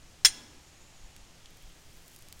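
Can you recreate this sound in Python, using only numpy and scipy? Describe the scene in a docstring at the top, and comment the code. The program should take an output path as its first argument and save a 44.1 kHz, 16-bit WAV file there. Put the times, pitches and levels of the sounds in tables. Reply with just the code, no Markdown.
"""Steel lifting tongs, pulled off a crucible outdoors, snap shut with one sharp clink: seven jaw contacts set
off damped noise bursts and ringing modes, with faint diffuse reflections from the yard. A soft low bloom
follows; the crucible is raised in its ring with a scrape of noise and whistle. Molten metal meets a sand mould:
dense random grains sizzle, steam seeps and single snaps spit. A hiss, a swaying low rumble and puffs of air on
the microphone lie under it all."""
import sys
import numpy as np
from scipy import signal
from scipy.fft import rfft, irfft
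from scipy.io import wavfile

SR = 44100
rng = np.random.default_rng(int(sys.argv[2]) if len(sys.argv) > 2 else 0)


def to_wav(s):
    """Save 16-bit WAV."""
    ch = np.atleast_2d(s).T  # columns
    pcm = np.round(np.clip(ch, -1, 1) * 32767)  # PCM
    wavfile.write(sys.argv[1], SR, pcm.astype(np.int16))


N = 105840
TIME_S = np.arange(N) / SR
FREQ_HZ = np.maximum(np.fft.rfftfreq(N, 1 / SR), 1)


def from_db(db):
    """Decibels to amplitude gain."""
    return 10 ** (np.asarray(db) / 20)


def rms_one(x):
    """Scale to unit rms."""
    return x / np.sqrt(np.mean(x ** 2) + 1e-20)


def level(rows):
    """Gain over time from (s, dB) rows, interpolated in dB."""
    return from_db(np.interp(TIME_S, *np.transpose(rows)))


def at_hz(points, hz):
    """Read a table on a log-frequency axis."""
    table_hz, values = np.transpose(points)
    return np.interp(np.log(hz), np.log(table_hz), values)


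def colour(x, gain_db):
    """Causal (minimum-phase) filter from gains in dB, via the folded cepstrum."""
    cepstrum = irfft(np.log(from_db(gain_db)), N)
    cepstrum[1:N // 2] *= 2
    cepstrum[N // 2 + 1:] = 0
    impulse = irfft(np.exp(rfft(cepstrum)), N)[:N // 8]
    return signal.fftconvolve(x, impulse)[:N]


def noise(spectrum):
    """Unit-rms Gaussian noise with a given spectrum."""
    white = rfft(rng.standard_normal(N))
    return rms_one(irfft(white * from_db(at_hz(spectrum, FREQ_HZ)), N))


def drift(corner_hz):
    """Unit-rms random wandering, low-passed at corner_hz."""
    white = rfft(rng.standard_normal(N))
    return rms_one(irfft(white / (1 + (FREQ_HZ / corner_hz) ** 2), N))


def decay(start_s, t60_s):
    """Sudden start, exponential fall of 60 dB in t60_s."""
    age_s = np.maximum(TIME_S - start_s, 0)
    return (TIME_S >= start_s) * np.exp(-np.log(1000) * age_s / t60_s)


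# Jaw contacts, shared by clash and ringing.
# Each row: start in seconds, relative strength in dB, place along the jaw from 0 (tip) to 1 (curve).
JAW_CONTACTS = [(.2483, 1, 0), (0.2513, -1, 0), (.2536, -8.5, 0.45), (.2558, -0.5, 1), (.2580, -6, 1),
                (0.2613, -6, 0.67), (0.283, -16, 0.39)]
# Dense, quickly damped modes. Each row: frequency in Hz, relative density in dB per Hz.
CLASH_SPECTRUM = [(200, -41), (500, -17.5), (1100, -10), (1350, -12.5), (1700, -1.5), (2100, -3),
                  (2500, -4), (3500, -1.5), (5200, -2), (7000, 0.5), (8100, -8), (8600, -6), (9600, -1.5),
                  (10300, -13.5), (16000, -15.5)]
CLASH_DB, CLASH_T60_S = -16.5, 0.054


def clash():
    """Each jaw contact excites dense, damped modes, heard as a decaying noise burst."""
    out = np.zeros(N)
    for start_s, strength_db, _ in JAW_CONTACTS:
        burst = decay(start_s, CLASH_T60_S) * noise(CLASH_SPECTRUM)
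        out += from_db(CLASH_DB + strength_db) * burst
    return out


# Ringing modes of the tongs. Each row: frequency in Hz, relative level in dB struck at the tip,
# relative level in dB struck on the curve, t60 in seconds before division by RING_DAMPING.
TONG_MODES = [(1588, -35, -32, .07), (1809, -35, -35, .08), (2030, -28, -38, .11), (3353, -35, -15, .08),
              (4120, -26, -28, .10), (4240, -28, -30, .09), (4367, -27, -38, .05), (4897, -25, -29, .10),
              (5298, -13, -29, .065), (5433, -17, -26, .08), (5856, -26, -28, .12), (6006, -31, -31, .11),
              (6468, -27, -29, .11), (6654, -32, -25, .08), (6978, -28, -35, .08), (7364, -32, -16, .09),
              (8247, -27, -37, .08), (8861, -33, -22, .12), (9100, -33, -36, .11), (9280, -44, -41, .16),
              (9688, -35, -33, .11), (10510, -45, -43, .08), (11850, -45, -38, .07)]
RING_DB, RING_DAMPING = -1, 1.32
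FLUTTER_DEPTH, FLUTTER_HZ = 0.4, 45.5  # depth: relative amplitude and phase in radians, rms


def ringing():
    """Contacts feed energy to each mode by place; the loose jaws make the modes waver."""
    start_s, strength_db, place = np.transpose(JAW_CONTACTS)
    contact_samples = (start_s * SR).astype(int)
    out = np.zeros(N)
    for hz, tip_db, curve_db, t60_s in TONG_MODES:
        mode_db = (1 - place) * tip_db + place * curve_db
        blows = np.zeros(N)
        blows[contact_samples] = from_db(RING_DB + strength_db + mode_db) ** 2
        energy_kept = np.exp(-2 * np.log(1000) * RING_DAMPING / (t60_s * SR))  # per sample
        energy = signal.lfilter([1], [1, -energy_kept], blows + 1e-24)
        phase = 2 * np.pi * (hz * TIME_S + rng.random()) + FLUTTER_DEPTH * drift(FLUTTER_HZ)
        waver = 1 + FLUTTER_DEPTH * drift(FLUTTER_HZ)
        out += np.sqrt(energy) * waver * np.sin(phase)
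    return out


# Yard reflections. Each row: frequency in Hz, gain in dB.
YARD_GAIN = [(150, -7), (300, -3.5), (450, -12), (750, -9.5), (1500, -20), (2500, -20.5), (3400, -22),
             (4300, -21.5), (5300, -27), (6000, -21.5), (7400, -25.5), (8850, -27.5), (9600, -25),
             (15000, -26)]
# Each row: frequency in Hz, t60 in seconds.
YARD_T60 = [(200, 1), (600, 0.95), (1400, 0.7), (3700, 0.66), (9700, 0.62)]
# Swell of the reflections. Each row: frequency in Hz, time constant in seconds.
YARD_BUILD = [(300, 0.084), (800, 0.064), (2000, 0.016)]


def yard(x):
    """Faint diffuse reflections as banded decaying noise; lows swell slowest and last longest."""
    white, response = rfft(rng.standard_normal(N)), np.zeros(N)
    edges_hz = np.geomspace(100, 18000, 12)
    for low_hz, high_hz in zip(edges_hz, edges_hz[1:]):
        centre_hz = np.sqrt(low_hz * high_hz)
        swell = 1 - np.exp(-TIME_S / at_hz(YARD_BUILD, centre_hz))
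        envelope = decay(0, at_hz(YARD_T60, centre_hz)) * swell
        band = irfft(white * (FREQ_HZ >= low_hz) * (FREQ_HZ < high_hz), N)
        response += band * envelope / np.linalg.norm(envelope)
    return colour(signal.fftconvolve(x, response)[:N], at_hz(YARD_GAIN, FREQ_HZ))


# Soft low bloom after the clink. Each row: time in seconds, level in dB.
BLOOM_LEVEL = [(0, -95), (.22, -87), (.27, -60), (.33, -61), (.39, -56.5), (.46, -61.5), (.56, -64.5),
               (.68, -88), (2.4, -100)]
# Each row: frequency in Hz, relative density in dB per Hz.
BLOOM_SPECTRUM = [(70, -10), (150, -7), (290, 1.5), (420, -7.5), (600, -16), (1500, -36), (8000, -60)]


def low_bloom():
    """A soft low bloom follows the clink: low noise under a level curve."""
    return level(BLOOM_LEVEL) * noise(BLOOM_SPECTRUM)


# Rubbing of the carrying ring. Each row: time in seconds, level in dB.
SCRAPE_LEVEL = [(0, -101), (.55, -64), (.68, -73), (.86, -71), (1.05, -65.5), (1.22, -68.5), (1.4, -76),
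                (2.4, -96)]
# Each row: frequency in Hz, relative density in dB per Hz.
SCRAPE_SPECTRUM = [(500, -12.5), (850, 4.5), (1400, -12.5), (2800, -1), (4500, -12.5), (6200, -11),
                   (7200, -4), (8300, -29), (15000, -38)]
# Faint wavering whistle. Each row: time in seconds, centre frequency in Hz, level in dB.
WHISTLE = [(.55, 7570, -85), (.67, 7150, -69), (.74, 6550, -71), (.82, 7050, -65.5), (.91, 7300, -69),
           (1.0, 6540, -67), (1.15, 6860, -76), (1.35, 6800, -85.5)]
WHISTLE_CORNER_HZ = 400  # of the two modulating drifts
ROUGHNESS_DB, ROUGHNESS_HZ = 1, 33


def scrape():
    """Uneven rubbing noise plus a gliding narrow-band whistle as the crucible is lifted and tipped."""
    time_s, hz, db = np.transpose(WHISTLE)
    phase = 2 * np.pi * np.cumsum(np.interp(TIME_S, time_s, hz)) / SR
    in_phase = drift(WHISTLE_CORNER_HZ) * np.cos(phase)
    quadrature = drift(WHISTLE_CORNER_HZ) * np.sin(phase)
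    whistle = from_db(np.interp(TIME_S, time_s, db)) * rms_one(in_phase + quadrature)
    rubbing = level(SCRAPE_LEVEL) * noise(SCRAPE_SPECTRUM)
    return (rubbing + whistle) * from_db(ROUGHNESS_DB * drift(ROUGHNESS_HZ))


# Sizzle as the metal spreads. Each row: time in seconds, level in dB.
SIZZLE_LEVEL = [(0, -89), (1.3, -91), (1.42, -85), (1.6, -69), (1.72, -71), (2.0, -66), (2.14, -61),
                (2.26, -70), (2.4, -66)]
# Each row: frequency in Hz, relative density in dB per Hz.
SIZZLE_SPECTRUM = [(1500, -17), (3000, -19), (6000, 6), (10000, 5.5), (16000, 3)]
GRAINS_PER_S, GRAIN_SPREAD_DB = 6000, 6


def sizzle():
    """Metal on sand sets off tiny bursts: random impulses of exponential dB size, coloured."""
    size_db = GRAIN_SPREAD_DB * np.minimum(rng.exponential(1, N), 4)
    sizes = from_db(size_db) * rng.choice([-1, 1], N)
    grains = sizes * (rng.random(N) < GRAINS_PER_S / SR)
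    return level(SIZZLE_LEVEL) * rms_one(colour(grains, at_hz(SIZZLE_SPECTRUM, FREQ_HZ)))


# Steam and gas seeping through the sand. Each row: time in seconds, level in dB before flicker.
STEAM_LEVEL = [(0, -86), (1.1, -89), (1.38, -68), (1.65, -72), (1.92, -74), (2.4, -73)]
# Each row: frequency in Hz, relative density in dB per Hz.
STEAM_SPECTRUM = [(1200, -27), (2300, -10), (3200, 10), (4500, -9), (8000, -20)]
STEAM_FLICKER_DB, STEAM_FLICKER_HZ = 4, 15


def steam():
    """Unevenly seeping steam and gas: coloured noise with a wandering level."""
    flicker = from_db(STEAM_FLICKER_DB * drift(STEAM_FLICKER_HZ))
    return level(STEAM_LEVEL) * noise(STEAM_SPECTRUM) * flicker


# Spits of the hot sand.
# Each row: start in seconds, relative strength in dB, lower band edge in Hz, upper band edge in Hz.
SPITS = [(1.1645, -32.5, 1596, 11100), (1.4585, -26.5, 2780, 6000), (1.506, -41.5, 3000, 14900),
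         (1.572, -40, 5000, 15000), (1.625, -41, 7000, 15000), (1.972, -39, 6000, 14900),
         (2.0807, -35.5, 3030, 15100), (2.1625, -32, 3000, 14000), (2.1892, -35, 5400, 14000),
         (2.2237, -33.5, 5000, 13000), (2.286, -34.5, 3500, 13000), (2.326, -25.5, 2340, 13800),
         (2.3925, -37, 3480, 13000)]
SPIT_DB, SPIT_TAIL_DB, SPIT_T60_S = 5.5, -20, 0.016


def spits():
    """Sharp snaps in the sand: a band-passed impulse with a short decaying noise spray."""
    size = 2048
    out = np.zeros(2 * N)
    for start_s, strength_db, low_hz, high_hz in SPITS:
        snap = from_db(SPIT_TAIL_DB) * rng.standard_normal(size) * decay(0, SPIT_T60_S)[:size]
        snap[0] += 1
        band = signal.butter(2, [low_hz, high_hz], "band", fs=SR, output="sos")
        start = int(start_s * SR)
        out[start:start + size] += from_db(SPIT_DB + strength_db) * signal.sosfilt(band, snap)
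    return out[:N]


# Outdoor hiss. Each row: frequency in Hz, relative density in dB per Hz.
AIR_SPECTRUM = [(59, -36), (100, 1), (181, -5.5), (206, -10), (234, -9), (381, -10.5), (433, -12.5),
                (721, -12.5), (1010, -16), (2690, -15.5), (3540, -17), (6700, -16.5), (16000, -35.5)]
AIR_DB = -58


def air():
    """Steady outdoor hiss: coloured noise."""
    return from_db(AIR_DB) * noise(AIR_SPECTRUM)


# Low rumble. Each row: frequency in Hz, relative density in dB per Hz.
RUMBLE_SPECTRUM = [(10, 3), (25, -3), (45, -11.5), (72, -7.5), (95, -16.5), (118, -14), (150, -30),
                   (300, -56)]
RUMBLE_DB, RUMBLE_SIDE_DB = -57, -19  # side: relative to the centre
RUMBLE_SWAY_DB, RUMBLE_SWAY_HZ = 1.0, 6.4


def rumble():
    """Swaying low noise, with a weak opposite-polarity part that differs left to right."""
    side = from_db(RUMBLE_SIDE_DB) * noise(RUMBLE_SPECTRUM) * np.array([[1], [-1]])
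    sway_db = RUMBLE_SWAY_DB * drift(RUMBLE_SWAY_HZ)
    return from_db(RUMBLE_DB + sway_db) * (noise(RUMBLE_SPECTRUM) + side)


# Puffs of air on the microphone. Each row: centre in seconds, peak level in dB.
PUFFS = [(.06, -56.5), (.29, -48.5), (1.04, -47), (1.22, -51), (1.66, -48)]
# Each row: frequency in Hz, relative density in dB per Hz.
PUFF_SPECTRUM = [(12, -2), (25, -1.5), (50, -12), (100, -25), (200, -67)]
PUFF_SIGMA_S = 0.029


def puffs():
    """Air buffeting the microphone: very low noise in Gaussian swells."""
    swells = np.zeros(N)
    for centre_s, peak_db in PUFFS:
        swells += from_db(peak_db) * np.exp(-((TIME_S - centre_s) / PUFF_SIGMA_S) ** 2 / 2)
    return swells * noise(PUFF_SPECTRUM)


YARD_RING_DB = -1.5  # share of the ringing that reaches the reflecting surfaces


def scene():
    """Sum of all sources, central but for the rumble's side part; the yard reflects clink and spits."""
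    sharp, ring = clash() + spits(), ringing()
    reflections = yard(sharp + from_db(YARD_RING_DB) * ring)
    clink_and_spits = sharp + ring + reflections
    background = air() + rumble() + puffs()
    return clink_and_spits + low_bloom() + scrape() + sizzle() + steam() + background


CEILING, STOPBAND_HZ = 0.92, 16700


def record(dry):
    """Round the loudest peaks with tanh, then cut the top with a steep low-pass."""
    rounded = CEILING * np.tanh(dry / CEILING)
    low_pass = signal.cheby2(16, 70, STOPBAND_HZ, fs=SR, output="sos")
    return signal.sosfilt(low_pass, rounded)


dry = scene()
out = record(dry)
to_wav(out)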